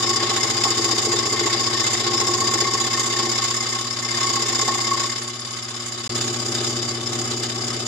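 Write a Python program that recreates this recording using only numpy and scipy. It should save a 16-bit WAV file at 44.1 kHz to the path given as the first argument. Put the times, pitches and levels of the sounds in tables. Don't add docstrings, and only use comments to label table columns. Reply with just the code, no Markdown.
import sys
import numpy as np
from scipy import signal
from scipy.fft import rfft, irfft, next_fast_len
from scipy.io import wavfile
from scipy.ndimage import uniform_filter1d, map_coordinates

SR = 44100
rng = np.random.default_rng(int(sys.argv[2]) if len(sys.argv) > 2 else 0)


def inscribe(sig):
    pcm = np.round(np.clip(np.atleast_2d(sig).T, -1, 1) * 32767)
    wavfile.write(sys.argv[1], SR, pcm.astype(np.int16))


N = 347067
T = np.arange(N) / SR
SIZE = next_fast_len(N + SR)
HZ = np.maximum(np.arange(SIZE // 2 + 1) * SR / SIZE, 1)

# (t/s, t/s)
BREAK_S = (6.077, 6.094)
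# (t/s, strokes per s)
SPEED = [(0, 15.15), (.35, 14.61), (1.09, 14.51), (1.78, 14.89), (2.35, 14.84), (3.37, 15.86),
         (3.82, 16.75), (4.1, 16.66), (4.35, 15.59), (4.92, 15.63), (5.32, 17.34), (6.08, 16.68),
         (6.09, 16.69), (6.63, 16.29), (7.04, 16.56), (7.4, 16.32), (7.87, 16.4)]
# (t/s, feed/dB)
FEED = [(0, 0), (1.9, 0), (3.4, -1), (3.95, -6), (4.2, 0), (5.0, -2), (5.33, -10.5), (6.09, -9.5),
        (6.17, -4.5), (6.44, -7), (6.56, -5.5), (6.72, -3.5), (7.02, -9), (7.2, -4), (7.52, -8.5),
        (7.69, -6), (7.87, -9.5)]
# (f/Hz, width/Hz, left level/dB, right level/dB)
BOARD_MODES = [(789.6, 32.5, -5.5, -8.5), (1077, 19, -2.5, 3.5), (1890, 50, -17, -16)]
# (f/Hz, width before repeats or damping/Hz, left level/dB, right level/dB,
#  down tug/turn 0-1, down tug level/dB)
ARM_MODES = [(1827, 67, -1, -1.5, 0.35, -2), (2099, 42, 3.5, -5.5, 0, -3), (2182, 35, 2.5, -3.5, 0, -1.5)]


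def from_db(db):
    return 10 ** (np.asarray(db) / 20)


def ears_db(left_db, right_db):
    return from_db([[left_db], [right_db]])


def rms_one(x):
    return x / np.sqrt(np.mean(x ** 2) + 1e-20)


def in_time(rows):
    s, *columns = np.transpose(rows)
    return [np.interp(T, s, column) for column in columns]


def in_turn(rows, turns):
    turn, *columns = np.transpose(rows)
    return [np.interp(turns, turn, column, period=1) for column in columns]


def in_frequency(rows):
    hz, *columns = np.transpose(rows)
    return from_db([np.interp(np.log(HZ), np.log(hz), column) for column in columns])


def drift(position, count):
    return np.interp(position, np.arange(count), rng.standard_normal(count))


def filtered(x, response):
    return irfft(rfft(x, SIZE) * response, SIZE)[..., :N]


def resonance(hz, width_hz):
    return 1 / (1 + 1j * (HZ ** 2 - hz ** 2) / (HZ * width_hz))


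def body(colour, modes):
    power = in_frequency(colour) ** 2
    for hz, width, left, right in modes:
        power = power + np.abs(ears_db(left, right) * resonance(hz, width)) ** 2
    cepstrum = irfft(np.log(power / np.mean(power)), SIZE)
    n = np.arange(SIZE)
    causal = (1 + np.sign(SIZE // 2 - n)) / 2 - (n == 0) / 2
    return np.exp(rfft(cepstrum * causal))


def struck(rows):
    blows = np.zeros(N)
    for s, db in rows:
        blows[int(s * SR)] = from_db(db)
    return blows


def taps(turns, at_turn, uneven_db, jitter_s):
    at = np.flatnonzero(np.diff(np.floor(turns - at_turn)) == 1)
    size, late = rng.standard_normal((160, 2))[:len(at)].T
    places = at + (late * jitter_s * SR).astype(int)
    clicks = np.zeros(N)
    clicks[np.clip(places, 0, N - 1)] = from_db(uneven_db * np.clip(size, -2, 1.5))
    return clicks


def level(law):
    # (middle t/s, half length/s, level/dB)
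    loose_spells = [(0.142, 0.12, 1), (0.783, 0.086, -1), (1.144, 0.09, 2), (1.445, 0.064, 0),
                    (2.518, 0.42, 2), (3.247, 0.12, 2.5), (4.655, 0.27, 1.5)]
    loaded_speed = 15
    firm_db, per_feed, per_stroke, loose_share, later_db = law
    (feed_db,), (speed,) = in_time(FEED), in_time(SPEED)
    loose_db = sum(db * np.exp(-((T - s) / length) ** 2) for s, length, db in loose_spells)
    db = firm_db + per_feed * feed_db + per_stroke * (speed - loaded_speed)
    db = db + loose_share * loose_db + later_db * (T > np.mean(BREAK_S))
    return from_db(db)


def held(x, firmness, size):
    power = uniform_filter1d(np.mean(rms_one(x) ** 2, axis=0), size=size)
    return rms_one(x * (power + .02) ** (-np.clip(firmness, 0, 1) / 2))


def flexed(x, turns, bend_s, wander_s):
    lag = bend_s * np.sin(2 * np.pi * turns) + wander_s * drift(3 * turns, 600)
    return np.array([map_coordinates(ear, [(T - lag) * SR], order=3, mode="nearest") for ear in x])


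def hollow(blows, damping, contact_hz):
    # (f/Hz, width before damping/Hz, left level/dB, right level/dB)
    knock_modes = [(346.5, 16.8, 9, 6.5), (408, 22, 4, 1), (433, 14.5, 2.5, -2.5), (776, 62, -5, -8.5)]
    ring = sum(ears_db(left, right) * resonance(hz, width * damping)
               for hz, width, left, right in knock_modes)
    softness = 1 / (1 + 1j * HZ / contact_hz) ** 2
    return filtered(blows, ring * softness)


def crank():
    start_turns = (.698, .058)
    resumed = T > np.mean(BREAK_S)
    speed, = in_time(SPEED)
    before = start_turns[0] + np.cumsum(speed) / SR
    after = start_turns[1] + np.cumsum(speed * resumed) / SR
    return speed, np.where(resumed, after, before) + 100 * resumed


def motor(turns, sway, pan_db):
    # (multiple of the hum rate, level/dB)
    hum_tones = [(1, -2), (2, -5.5), (3, -15), (4, -22), (5, -16), (6, -21.5)]
    hum_law = (-35.5, 0.55, 0.5, 0, 5.5)
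    hum_hz = 120
    hum = sum(from_db(db) * np.sin(2 * np.pi * (multiple * hum_hz * T + rng.random()))
              for multiple, db in hum_tones)
    swing = 1 + sway * np.cos(2 * np.pi * turns)
    return level(hum_law) * np.sqrt(2) * hum * swing * ears_db(pan_db, -pan_db)


def friction(turns, stroke_db, uneven_db, grain_db):
    # (f/Hz, level/dB)
    ear_spread = [(30, 23), (100, -29), (350, -8), (700, -2.5), (1100, 0.5), (2000, 0.5), (4000, 0),
                  (12000, 24)]
    half_strokes = drift(2 * turns, 400)
    teeth = drift(1000 * T, 8000)
    spread = in_frequency(ear_spread)
    shared = rfft(rng.standard_normal(SIZE))
    own = rfft(rng.standard_normal((2, SIZE)))
    hiss = irfft((shared + spread * own) / np.sqrt(1 + spread ** 2), SIZE)[:, :N]
    return rms_one(hiss * from_db(stroke_db + uneven_db * half_strokes + grain_db * teeth))


def blade(turns, stroke_db, rasp_db, catch_db, patchy_db):
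    # (f/Hz, left level/dB, right level/dB)
    rasp_colour = [(200, -32, -14), (596, -14, -4), (1450, -6, -5), (2000, -5, -5), (2400, -9, -10),
                   (2850, -1, -3), (3250, -3, -5), (3750, 2, -6), (4200, -5, -10), (5300, 1, -4),
                   (5900, -7, -8), (6500, -4, -4), (7550, -15, 0), (8200, -19, -11), (9200, -41, -19),
                   (10900, -62, -18), (11500, -65, -66)]
    # (f/Hz, width/Hz, left level/dB, right level/dB)
    blade_modes = [(3440, 110, 5, -6), (3990, 80, -2, 2), (4590, 60, 9, -5), (4755, 55, 11, 7),
                   (4880, 40, 11, -1), (4972, 50, 15, 8), (5190, 85, 13.5, 2), (6055, 35, -2, 3),
                   (6605, 90, 4, 4), (6922, 38, -7, 14), (7095, 80, 5, 12.5), (7412, 30, -14, 8)]
    feed_db, = in_time(FEED)
    teeth = from_db(feed_db + rasp_db) * friction(turns, stroke_db, uneven_db=0.2, grain_db=0.75)
    force = teeth + from_db(catch_db) * catches(crack_s=0.0034, tear_s=0.023, tear_db=-1.5)
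    steel = body(rasp_colour, blade_modes)
    out = 0
    for low, high in ((0, 4400), (4400, 4830), (4830, 5080), (5080, 5900), (5900, SR)):
        share_db = patchy_db * drift(2 * turns, 400)
        out = out + from_db(share_db) * filtered(force, steel * (HZ >= low) * (HZ < high))
    return flexed(out, turns, bend_s=1.5e-5, wander_s=2e-5)


def board(turns, ring_stroke_db, rattle_stroke_db):
    # (f/Hz, left level/dB, right level/dB)
    board_colour = [(300, -75, -40), (706, -34, -45), (1080, -31, -62), (2140, -14.5, -35),
                    (2820, -69, -26), (8000, -84, -72)]
    rattle_colour = [(25, -17, -20), (70, -24, -30), (139, 4, 3), (181, -45, -44), (300, -13, -29),
                     (446, -11, -8), (527, 1.5, -22), (835, 4.5, -12), (1300, -32, -43), (4000, -108, -77)]
    # (f/Hz, width/Hz, left level/dB, right level/dB)
    rattle_modes = [(222, 6.1, -4, -15), (353.1, 6.8, 17.5, 13), (350, 6.8, -7, 9), (410, 9.4, 5, 8),
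                    (760, 11, -3, 4)]
    ring_law = (-33.5, 1.5, -1, 1.5, -5)
    rattle_law = (-39.5, 0, -5.5, 1, 6.5)
    drag = friction(turns, ring_stroke_db, uneven_db=1.0, grain_db=7.5)
    ring = rms_one(filtered(drag, body(board_colour, BOARD_MODES)))
    contacts = friction(turns, 0, uneven_db=-1.5, grain_db=10.0)
    rattle = filtered(contacts, body(rattle_colour, rattle_modes))
    rattle = rms_one(held(rattle, firmness=0.95, size=900) * from_db(rattle_stroke_db))
    return level(ring_law) * ring + level(rattle_law) * rattle


def chatter(turns, load, up_turn, light_db):
    chatter_law = (-34, 1.9, 2, 0.7, -24)
    ring = 0
    for hz, width, left, right, down_turn, down_db in ARM_MODES:
        up = taps(turns, up_turn, uneven_db=5.5, jitter_s=0.00121)
        down = taps(turns, down_turn, uneven_db=2.5, jitter_s=0.00228)
        down = down * from_db(down_db + light_db * (0.5 - load))
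        mode = rms_one(filtered(up + down, resonance(hz, width) ** 2))
        ring = ring + ears_db(left, right) * mode
    return level(chatter_law) * rms_one(flexed(ring, turns, bend_s=4e-5, wander_s=8e-5))


def singing(turns, load, waver_hz, uneven_db, rough_db, thump_db, pan_db):
    # (turn 0-1, light-cut level/dB, heavy-cut level/dB)
    sing_stroke = [(.12, -9, -13), (.25, 2, 4), (.41, -1, 4.5), (.56, -8, -4), (.72, -14, -15),
                   (.88, 4, -0.5), (.98, 3, -2)]
    # (t/s, level/dB)
    sing_level = [(0, -27), (.4, -32), (.55, -39), (1.0, -32), (1.9, -34.5), (2.1, -31.5), (2.6, -28),
                  (3.0, -34.5), (3.25, -29), (3.6, -37), (3.8, -34), (4.12, -40), (4.22, -26),
                  (4.45, -33.5), (4.7, -31.5), (5.03, -31), (5.22, -45.5), (7.87, -55)]
    sing_hz = 1100
    pitch, strength = drift(2 * turns, 400), drift(2 * turns, 400)
    slips = drift(300 * T, 2400)
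    tone = np.sqrt(2) * np.sin(2 * np.pi * np.cumsum(sing_hz + waver_hz * pitch) / SR)
    light, heavy = in_turn(sing_stroke, turns)
    swell_db = light + load * (heavy - light)
    beads = rms_one(from_db(swell_db + uneven_db * strength + rough_db * slips))
    envelope = from_db(in_time(sing_level)[0]) * beads
    envelope = envelope + from_db(thump_db) * judder(swell_s=0.0091)
    return tone * envelope * ears_db(pan_db, -pan_db)


def knocks(turns, load, damping, contact_hz):
    # (turn 0-1, heavy-cut level/dB, light-cut level/dB,
    #  turn after the break 0-1, level after the break/dB)
    drops = [(0.085, -3, -2.5, .25, -4.5), (.41, -4.5, -1, .55, -1.5), (0.72, -9, -2, .78, 4)]
    knock_law = (-33, 1.2, -4, 0.9, 4)
    blows, resumed = 0, T > BREAK_S[0]
    for turn, heavy, light, later_turn, later in drops:
        strength_db = np.where(resumed, later, light + load * (heavy - light))
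        at_turn = np.where(resumed, later_turn, turn)
        blows = blows + from_db(strength_db) * taps(turns, at_turn, uneven_db=3.5, jitter_s=0.00089)
    return level(knock_law) * rms_one(hollow(blows, damping, contact_hz))


def frame(turns, count=70):
    # (f/Hz, left level/dB, right level/dB)
    frame_colour = [(30, -61, -34), (86.5, -41, -13.5), (195, -35.5, -21), (283, -7, -38), (453, -45, -38),
                    (690, -19, -53), (1200, -29.5, -19)]
    # (f/Hz, width/Hz, left level/dB, right level/dB)
    frame_modes = [(103.1, 3.2, 2.5, 2.5), (229, 21, -1, -3), (316, 15, -5, -21), (356.2, 10.8, 10, 8),
                   (355, 6.6, -13.5, -45), (589.3, 8.6, -16, -14), (757, 10, -2.5, -6.5)]
    shudder_law = (-36, 0.48, -1.2, 1.98, 7.5)
    cycle = irfft(np.r_[0, np.exp(2j * np.pi * rng.random(count))], 2048)
    shudder = np.interp(turns, np.arange(len(cycle)) / len(cycle), cycle, period=1)
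    return level(shudder_law) * rms_one(filtered(shudder, body(frame_colour, frame_modes)))


def pivots(turns, stroke_db, depth):
    # (f/Hz, left level/dB, right level/dB)
    clatter_colour = [(25, -32, -14), (200, -17, -9.5), (577, -15, -11), (895, -27, -43), (1520, -5, -9),
                      (2400, -10, -16), (3930, -12, -24), (7100, -7.5, -8.5), (10200, -37, -15.5),
                      (11900, -70, -48), (15000, -70, -70)]
    # (f/Hz, width/Hz, left level/dB, right level/dB)
    clatter_modes = [(762, 9.3, 2.5, -7), (1124, 21, 9.5, 5.5), (1254.5, 27, 8.5, 2), (2110, 49, 3.5, -3),
                     (3003, 130, -0.5, -2.5)]
    clatter_law = (-35, 0.5, 1, -2, 2.5)
    contacts = friction(turns, depth * stroke_db, uneven_db=1.5, grain_db=4.5)
    return level(clatter_law) * rms_one(filtered(contacts, body(clatter_colour, clatter_modes)))


def squeak(turns, first_turn, second_turn, length_turns, width_hz, left_db):
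    squeak_law = (-56.5, -0.1, 8.5, -1, -1)
    squeak_hz = 10080
    at_turn = np.where(T > BREAK_S[0], second_turn, first_turn)
    away = (turns - at_turn + .5) % 1 - .5
    tone = rms_one(filtered(rng.standard_normal(N), resonance(squeak_hz, width_hz) ** 2))
    return level(squeak_law) * tone * np.exp(-(away / length_turns) ** 2) * ears_db(left_db, 0)


def clacks(gain_db, damping):
    # (t/s, relative level/dB)
    jerks = [(.379, -3), (1.134, -1), (1.75, -2), (1.815, -1.5), (2.749, -4), (2.946, 0), (4.691, -1)]
    hz, width, left, right = ARM_MODES[0][:4]
    ring = filtered(struck(jerks), resonance(hz, width * damping) ** 2)
    return from_db(gain_db) * ears_db(left, right) * ring


def judder(swell_s):
    # (t/s, relative level/dB)
    landings = [(0.383, -28), (.594, -24), (0.648, -17), (1.464, -18), (2.405, -27), (4.237, -28),
                (4.677, -17), (7.704, -29)]
    total = 0
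    for s, db in landings:
        age = np.maximum(T - s, 0) / swell_s
        total = total + from_db(db) * age * np.exp(1 - age)
    return total


def thumps(swell_s, gain_db):
    # (f/Hz, level/dB)
    thump_colour = [(100, -60), (350, -22), (900, -7), (1800, -33), (3000, -52), (8000, -75)]
    shake = judder(swell_s) * rng.standard_normal(N)
    return from_db(gain_db) * filtered(shake, body(thump_colour, BOARD_MODES))


def catches(crack_s, tear_s, tear_db):
    # (t/s, relative level/dB)
    splinters = [(0.6366, -9), (0.7042, -12.5), (0.7745, -18), (0.845, -11), (0.9153, -13), (0.982, -13),
                 (1.993, -20), (2.4034, -15), (2.538, -15), (2.8, -16), (2.996, -12), (3.295, -11),
                 (4.423, -14), (5.9225, -20), (6.153, -13), (6.211, -11), (6.549, -11), (6.6745, -14),
                 (6.8225, -15), (7.433, -12.5)]
    force = np.zeros(N)
    age = np.arange(SR // 20) / SR
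    shape = np.exp(-age / crack_s) + from_db(tear_db) * np.exp(-age / tear_s)
    for s, db in splinters:
        at = int(s * SR)
        force[at:at + len(age)] += from_db(db) * shape * rng.standard_normal(len(age))
    return force


def slaps(gain_db, damping, contact_hz):
    # (t/s, relative level/dB)
    slap_times = [(.725, -28), (.796, -4.5), (0.859, -7), (.933, -17), (1.069, -5.5), (1.138, -5),
                  (1.186, -12), (1.276, -20), (1.342, -12), (1.412, -6), (1.456, -5), (2.288, -10),
                  (2.401, -17), (2.623, -6), (4.633, -9)]
    return from_db(gain_db) * hollow(struck(slap_times), damping, contact_hz)


def workshop(x, near_t60, room_t60, room_db, wet_db):
    # (f/Hz, relative level/dB)
    scatter = [(100, -50), (350, -29), (700, -29.5), (1100, -62), (2000, 3.5), (4000, 12.5), (12000, -28)]
    age = np.arange(SR // 2) / SR
    near = from_db(-60 * age / near_t60)
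    room = from_db(room_db - 60 * age / room_t60)
    decay = (near + room) * (age > .0004)
    echoes = rng.standard_normal((2, len(age))) * decay / np.sqrt(np.sum(decay ** 2))
    wet = in_frequency(scatter) * from_db(wet_db)
    return filtered(x, (1 + wet * rfft(echoes, SIZE)) / np.sqrt(1 + wet ** 2))


def scene():
    # (turn 0-1, light-cut rasp/dB, heavy-cut rasp/dB,
    #  rasp after the break/dB, board ringing/dB, rattle/dB)
    stroke_rows = [(.02, -7, -6, -9.5, -7, -13), (.11, 3, 6.5, 1, 4, -3), (.22, 4.5, 4.5, 1.5, -5, 2.5),
                   (.32, -1, 3, 6.5, 3, -2), (.43, -0.5, -4, -1, 1.5, -2), (.55, -9, -8, -4, -5.5, 1.5),
                   (.66, -3, 0, 3.5, -32, 2), (.78, 6, 0.5, 1.5, -1, -6),
                   (.89, 2.5, -3.5, -4.5, -0.5, -2.5)]
    speed, turns = crank()
    light, heavy, later, ring, rattle = in_turn(stroke_rows, turns)
    load = np.clip((17.2 - speed) / 3.47, 0, 1)
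    stroke = np.where(T > BREAK_S[0], later, light + load * (heavy - light))
    bite = stroke * (1 - 0.02 * in_time(FEED)[0])
    rasp = blade(turns, bite, rasp_db=-21.5, catch_db=-11.0, patchy_db=2.0)
    saw = board(turns, ring, rattle)
    saw = saw + chatter(turns, load, up_turn=.66, light_db=-3)
    saw = saw + singing(turns, load, waver_hz=8.83, uneven_db=3.2, rough_db=2.5, thump_db=-9, pan_db=1)
    saw = saw + knocks(turns, load, damping=0.68, contact_hz=900)
    saw = saw + frame(turns) + pivots(turns, stroke, depth=0.078)
    saw = saw + squeak(turns, first_turn=1.0, second_turn=0.4, length_turns=0.094,
                       width_hz=230, left_db=-35)
    saw = saw + clacks(gain_db=27.5, damping=0.99) + thumps(swell_s=0.01, gain_db=-9)
    saw = saw + slaps(gain_db=32.5, damping=0.83, contact_hz=600)
    near = workshop(rasp, near_t60=0.026, room_t60=0.19, room_db=-11, wet_db=-8)
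    around = workshop(saw, near_t60=0.014, room_t60=0.31, room_db=-8.0, wet_db=-0.5)
    return near + around + motor(turns, sway=0.24, pan_db=0.9)


def record(dry):
    cutoff_hz = 14800
    sounding = (T < BREAK_S[0]) | (T > BREAK_S[1])
    gate = uniform_filter1d(1. * sounding, size=100)
    top_cut = signal.ellip(10, .1, 90, cutoff_hz, fs=SR, output="sos")
    return signal.sosfilt(top_cut, dry * gate)


dry = scene()
out = record(dry)
inscribe(out)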